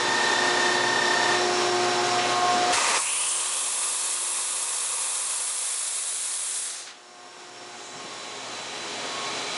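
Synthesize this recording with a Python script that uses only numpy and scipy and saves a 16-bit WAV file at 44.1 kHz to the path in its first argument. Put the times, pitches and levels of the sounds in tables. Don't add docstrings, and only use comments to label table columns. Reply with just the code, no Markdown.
import sys
import numpy as np
from scipy import signal
from scipy.fft import rfft, irfft, next_fast_len
from scipy.io import wavfile
from scipy.ndimage import uniform_filter1d

SR = 44100
rng = np.random.default_rng(int(sys.argv[2]) if len(sys.argv) > 2 else 0)


def pcm_store(signal):
    levels = np.round(np.clip(np.atleast_2d(signal), -1, 1) * 32767)
    wavfile.write(sys.argv[1], SR, levels.astype(np.int16).T)


N = 422037

AIR_ON_S, AIR_OFF_S = 2.722, 6.63
LIFT_S, UNSEATING_S = 2.975, 0.043
SWING_S, DOOR_CLEAR_S = 6.2, 7.74


def air():
    # f/Hz, bandwidth/Hz, relative level/dB
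    hollow_modes = [(521, 92, -4), (882, 120, -3.5), (964, 68, 3.5), (1079, 73, 3.5), (1200, 97, 3.5),
                    (2598, 210, 3)]
    hollow = rms_one(resonances(hollow_modes))
    return gush(hollow) + jet(hollow)


def jet(hollow):
    # f/Hz, relative density level/dB
    spectrum = [(60, -50), (250, -33), (400, -19.5), (530, -13), (780, -13.5), (1100, -11), (1500, -10.5),
                (2400, -10), (3000, -12.5), (4100, -7), (5200, -8.5), (7500, -2), (9400, -0.5),
                (10700, -4.5), (13000, -5), (19000, -20)]
    # f/Hz, bandwidth/Hz, relative level/dB
    duct_modes = [(3290, 220, -24.5), (5500, 99, -23), (7490, 500, -15.5)]
    closing_s, dull_hz = 0.31, 6840
    age = since(LIFT_S)
    valve = 1 - ramp(AIR_OFF_S, closing_s)
    flow = ramp(LIFT_S, UNSEATING_S) * valve
    surge_db = 7.5 * np.exp(-age / 0.074)
    jet_db = -6 + 1.6 * age + surge_db
    hollow_db = -13 - 9 * since(5.14)
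    hiss = guards(turbulence(spectrum) + resonances(duct_modes) + gap() + from_db(hollow_db) * hollow)
    dull = signal.sosfilt(signal.butter(6, dull_hz, fs=SR, output="sos"), turbulence(spectrum))
    throttled = valve * hiss + from_db(3) * np.sqrt(1 - valve ** 2) * dull
    flutter = from_db(-1.57 + 0.3 * drift(21) + 0.54 * drift(70))
    shrill = valve * from_db(4 + 1.06 * age) * resonance(17000, width_hz=3500)
    leak = (1 - valve) * from_db(-38 - 5 * since(AIR_OFF_S)) * hiss
    return flow * from_db(jet_db) * (flutter * throttled + shrill) + leak


def gap():
    # seated f/Hz, lifted f/Hz, bandwidth/Hz, seated and lifted relative level/dB
    modes = [(2330, 3660, 750, -2, -17), (8920, 8660, 260, -26, -12.5)]
    # start t/s, end t/s, f/Hz, fall/(Hz/s), relative level/dB
    crests = [(2.953, 3.323, 10200, 1987, -2.5), (3.403, 6.638, 10850, 200, -4.5)]
    settle_s, swell_s = 0.45, 0.1
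    lift = 1 - np.exp(-since(LIFT_S) / settle_s)
    out = np.zeros(N)
    for seated_hz, lifted_hz, width_hz, seated_db, lifted_db in modes:
        hz = seated_hz + (lifted_hz - seated_hz) * lift
        db = seated_db + (lifted_db - seated_db) * lift
        out += from_db(db) * resonance(hz, width_hz)
    out *= ramp(LIFT_S, swell_s) ** 2
    for start_s, end_s, hz, fall_hz_per_s, db in crests:
        crest = resonance(hz - fall_hz_per_s * since(start_s), width_hz=1200)
        out += from_db(db) * held(start_s, end_s, ramp_s=0.18) * crest
    return out


def gush(hollow):
    # f/Hz, relative density level/dB
    spectrum = [(40, -45), (150, -20), (400, -4.5), (750, 2.5), (1050, 0), (1500, -0.5), (2000, 3),
                (2600, -2), (3200, -2.5), (5000, -2), (7500, -1), (11000, -7), (18000, -3.5)]
    seated_db, drop_db, fade_db_per_s = -11, 11, 20
    db = seated_db - drop_db * ramp(LIFT_S, UNSEATING_S) - fade_db_per_s * since(LIFT_S)
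    envelope = from_db(db + 1.14 * drift(25)) * ramp(AIR_ON_S, length_s=0.016)
    ring = from_db(-5.5) * ramp(AIR_ON_S, length_s=0.069) * hollow
    return envelope * (turbulence(spectrum) + ring)


def spindle():
    # harmonic number of the turn, relative level/dB
    harmonics = [(27, -36.5), (29, -41), (53, -42), (54, -34.5), (55, -34), (81, -53), (108, -40.5),
                 (117, -50), (119, -47.5), (135, -45.5)]
    turn_hz, cut_end_s, run_out_db_per_s = 2000 / 60, 1.33, 80
    bite_db = -5.5 * (1 - ramp(0, length_s=0.12))
    lull_db = -3.5 * held(0.48, 0.56, ramp_s=0.036)
    engagement_db = 2.5 + bite_db + lull_db - run_out_db_per_s * since(cut_end_s)
    turn = 2 * np.pi * turn_hz * (seconds() - 0.003)
    cut = sum(from_db(db + 0.88 * drift(7)) * np.cos(round(number) * turn) for number, db in harmonics)
    whine_hz = 3974 + 6 * ramp(SWING_S, length_s=0.3) + 6 * drift(11.3)
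    whine_db = -43 + 3 * door_open() + 1.4 * since(SWING_S)
    whine = tone(whine_hz, whine_db + 1.5 * drift(15), waver_db=0.8)
    return np.sqrt(2) * from_db(engagement_db) * cut + whine


def knocks():
    # t/s, gain/dB, decay time/s, lowest f/Hz, highest f/Hz
    blows = [(2.18, -28, 0.095, 1800, 3400), (2.541, -30, 0.03, 191.4, 300), (2.726, -29, .022, 55, 116),
             (2.728, -10, .022, 500, 4500), (3.285, -4, 0.023, 5740, 9500),
             (6.865, -12.5, 0.061, 895, 4700), (7.955, -30, 0.03, 151, 261), (8.04, -22.5, 0.028, 210, 380)]
    attack_s = 0.0046
    out = np.zeros(N)
    for start_s, db, decay_s, low_hz, high_hz in blows:
        age = since(start_s)
        band = signal.butter(2, [low_hz, high_hz], "band", fs=SR, output="sos")
        ring = rms_one(signal.sosfilt(band, rng.standard_normal(N)))
        out += from_db(db) * ring * (1 - np.exp(-age / attack_s)) * np.exp(-age / decay_s)
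    return out


def changer():
    # f/Hz, relative density level/dB
    spectrum = [(40, -25), (120, -6), (250, -0.5), (600, 5.5), (1200, -24), (1800, -1.5), (3000, 4.5),
                (5000, -1.5), (7500, -2), (11000, -18.5), (16000, -32)]
    # f/Hz, bandwidth/Hz, relative level/dB
    door_modes = [(870, 78, -2), (2280, 160, 1.5), (3150, 113, -3), (3460, 110, -1)]
    # start t/s, end t/s, level/dB
    swishes = [(6.8, 8.6, -39.5), (7.72, 7.88, -36)]
    # start t/s, end t/s, f/Hz, level/dB
    gear_tones = [(7.921, 8.35, 1092, -36), (9.067, 9.27, 1097, -32.5)]
    ajar = ramp(SWING_S, DOOR_CLEAR_S - SWING_S)
    wash_db = -35 + 2 * door_open() + 2.5 * since(DOOR_CLEAR_S)
    wash = rms_one(guards(turbulence(spectrum) + from_db(-11.5) * resonances(door_modes)))
    seal = bursts(swishes, ramp_s=0.15) * resonance(7000, width_hz=1700)
    gears = sum(held(start_s, end_s, ramp_s=0.078) * tone(hz + 3 * drift(3.05), db, waver_db=0)
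                for start_s, end_s, hz, db in gear_tones)
    return ajar * from_db(wash_db) * wash + seal + gears


def pumps():
    # f/Hz, level/dB
    motor_tones = [(117.3, -63.5), (138, -59), (177.6, -64.5), (234.2, -53.5), (266.5, -58), (409.1, -53),
                   (414.5, -45), (532.4, -46), (621.8, -45.5), (702.4, -44), (829.1, -44), (923.3, -45.5),
                   (1044, -57), (1243.5, -45.5), (1865.4, -49)]
    speed = 1 + 0.000894 * drift(3.25)
    hum = sum(tone(hz * speed, db, waver_db=2.5) for hz, db in motor_tones)
    return hum + hydraulic_pump(speed)


def hydraulic_pump(speed):
    # harmonic number, idling level/dB, change as oil is drawn/dB
    harmonics = [(1, -52.5, 0.5), (3, -36.5, -16), (6, -37, -5.5), (9, -40, -7)]
    # start t/s, end t/s, ramp time/s, change of each of the four main tones/dB
    loads = [(-.3, .05, .3, 1, -2, -13, -4), (1.05, 2.05, 0.43, 3, 5.5, 6.5, 2),
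             (2.245, 2.497, 0.1, 5, -2.5, 0.5, 11), (2.317, 2.74, .12, -2, -2.5, 11, 0.5),
             (4.6, 6.3, 0.34, -0.5, -6, 2.5, 5), (7.033, 7.261, .08, -2, 0, 7, 8)]
    # f/Hz, relative level/dB
    overtones = [(478.9, -45.5), (597.5, -48), (838, -42), (1198, -43), (1439.8, -46), (1555.5, -43.5),
                 (1914.5, -47.5), (2034, -59), (5383, -46.5)]
    ripple_hz = 359 / 3
    slack = ramp(DOOR_CLEAR_S, length_s=0.72)
    load_db = sum(np.outer(changes, held(start_s, end_s, ramp_s))
                  for start_s, end_s, ramp_s, *changes in loads)
    out = np.zeros(N)
    for (number, idle_db, slack_db), swell_db in zip(harmonics, load_db):
        db = idle_db + swell_db + slack_db * slack + 0.77 * drift(4)
        out += tone(round(number) * ripple_hz * speed, db, waver_db=1.46)
    return out + sum(tone(hz * speed, db + 0.5 - 11 * slack, waver_db=2) for hz, db in overtones)


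def relief_valve():
    # start t/s, end t/s, level/dB
    swells = [(.6, 2.0, -45.5), (6.9, 8.0, -40)]
    leak = from_db(-49.5) + bursts(swells, ramp_s=0.28)
    return leak * from_db(2.2 * drift(6.1)) * resonance(5470, width_hz=220)


def coolant():
    # f/Hz, relative density level/dB
    spectrum = [(25, -36), (60, -28), (100, -17.5), (135, -12), (160, -8.5), (250, 2.5), (500, 2.5),
                (1100, 3.5), (2000, -0.5), (4000, -2), (7200, -6), (8200, -10.5), (11000, -18),
                (16000, -50)]
    return from_db(-27 + 0.68 * drift(5.7)) * rms_one(guards(turbulence(spectrum)))


def guards(x):
    # delay t/s, relative level/dB
    echoes = [(.0043, -38), (.0079, -24), (0.012, -17), (0.0193, -18.5), (0.03, -15.5)]
    t = seconds()
    return x + sum(from_db(db) * np.interp(t - delay_s, t, x, left=0) for delay_s, db in echoes)


def turbulence(spectrum):
    size = next_fast_len(N)
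    hz, db = np.transpose(spectrum)
    bins = np.maximum(np.fft.rfftfreq(size, 1 / SR), 1)
    gain = from_db(np.interp(np.log(bins), np.log(hz), db))
    return rms_one(irfft(rfft(rng.standard_normal(size)) * gain, size)[:N])


def resonance(hz, width_hz):
    lowpass = signal.butter(2, width_hz / 2, fs=SR, output="sos")
    in_phase, quadrature = signal.sosfilt(lowpass, rng.standard_normal((2, N)))
    phase = phase_of(hz)
    return rms_one(in_phase * np.cos(phase) + quadrature * np.sin(phase))


def resonances(modes):
    return sum(from_db(db) * resonance(hz, width_hz) for hz, width_hz, db in modes)


def tone(hz, db, waver_db):
    return np.sqrt(2) * from_db(db + waver_db * drift(2.37)) * np.sin(phase_of(hz))


def phase_of(hz):
    return 2 * np.pi * (np.cumsum(hz * np.ones(N)) / SR + rng.random())


def drift(rate_hz):
    hop, run_in = 100, 2000
    pole = np.exp(-2 * np.pi * rate_hz * hop / SR)
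    noise = rng.standard_normal(N // hop + run_in + 2)
    slow = signal.lfilter([1], [1, -2 * pole, pole * pole], noise)[run_in:]
    return np.interp(np.arange(N) / hop, np.arange(len(slow)), rms_one(slow))


def door_open():
    return ramp(DOOR_CLEAR_S, length_s=0.26)


def bursts(rows, ramp_s):
    return sum(from_db(db) * held(start_s, end_s, ramp_s) for start_s, end_s, db in rows)


def held(start_s, end_s, ramp_s):
    return ramp(start_s, ramp_s) - ramp(end_s, ramp_s)


def ramp(start_s, length_s):
    return np.minimum(since(start_s) / length_s, 1)


def since(start_s):
    return np.maximum(seconds() - start_s, 0)


def seconds():
    return np.arange(N) / SR


def from_db(db):
    return 10 ** (np.asarray(db) / 20)


def rms_one(x):
    return x / np.sqrt(np.mean(x ** 2) + 1e-20)


def scene():
    background = pumps() + relief_valve() + coolant()
    return np.tile(background + spindle() + air() + changer() + knocks(), (2, 1))


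def record(dry):
    limit_db, release_s, cutoff_hz = -20, 1.91, 10980
    power = uniform_filter1d(np.mean(dry ** 2, axis=0), size=600)
    over_db = np.maximum(10 * np.log10(np.maximum(power, 1e-12)) - limit_db, 0)
    release = np.exp(-seconds() / release_s)
    duck_db = np.maximum.accumulate(over_db / release) * release
    lowpass = signal.ellip(14, 0.1, 100, cutoff_hz, fs=SR, output="sos")
    return signal.sosfilt(lowpass, dry * from_db(-duck_db))


dry = scene()
out = record(dry)
pcm_store(out)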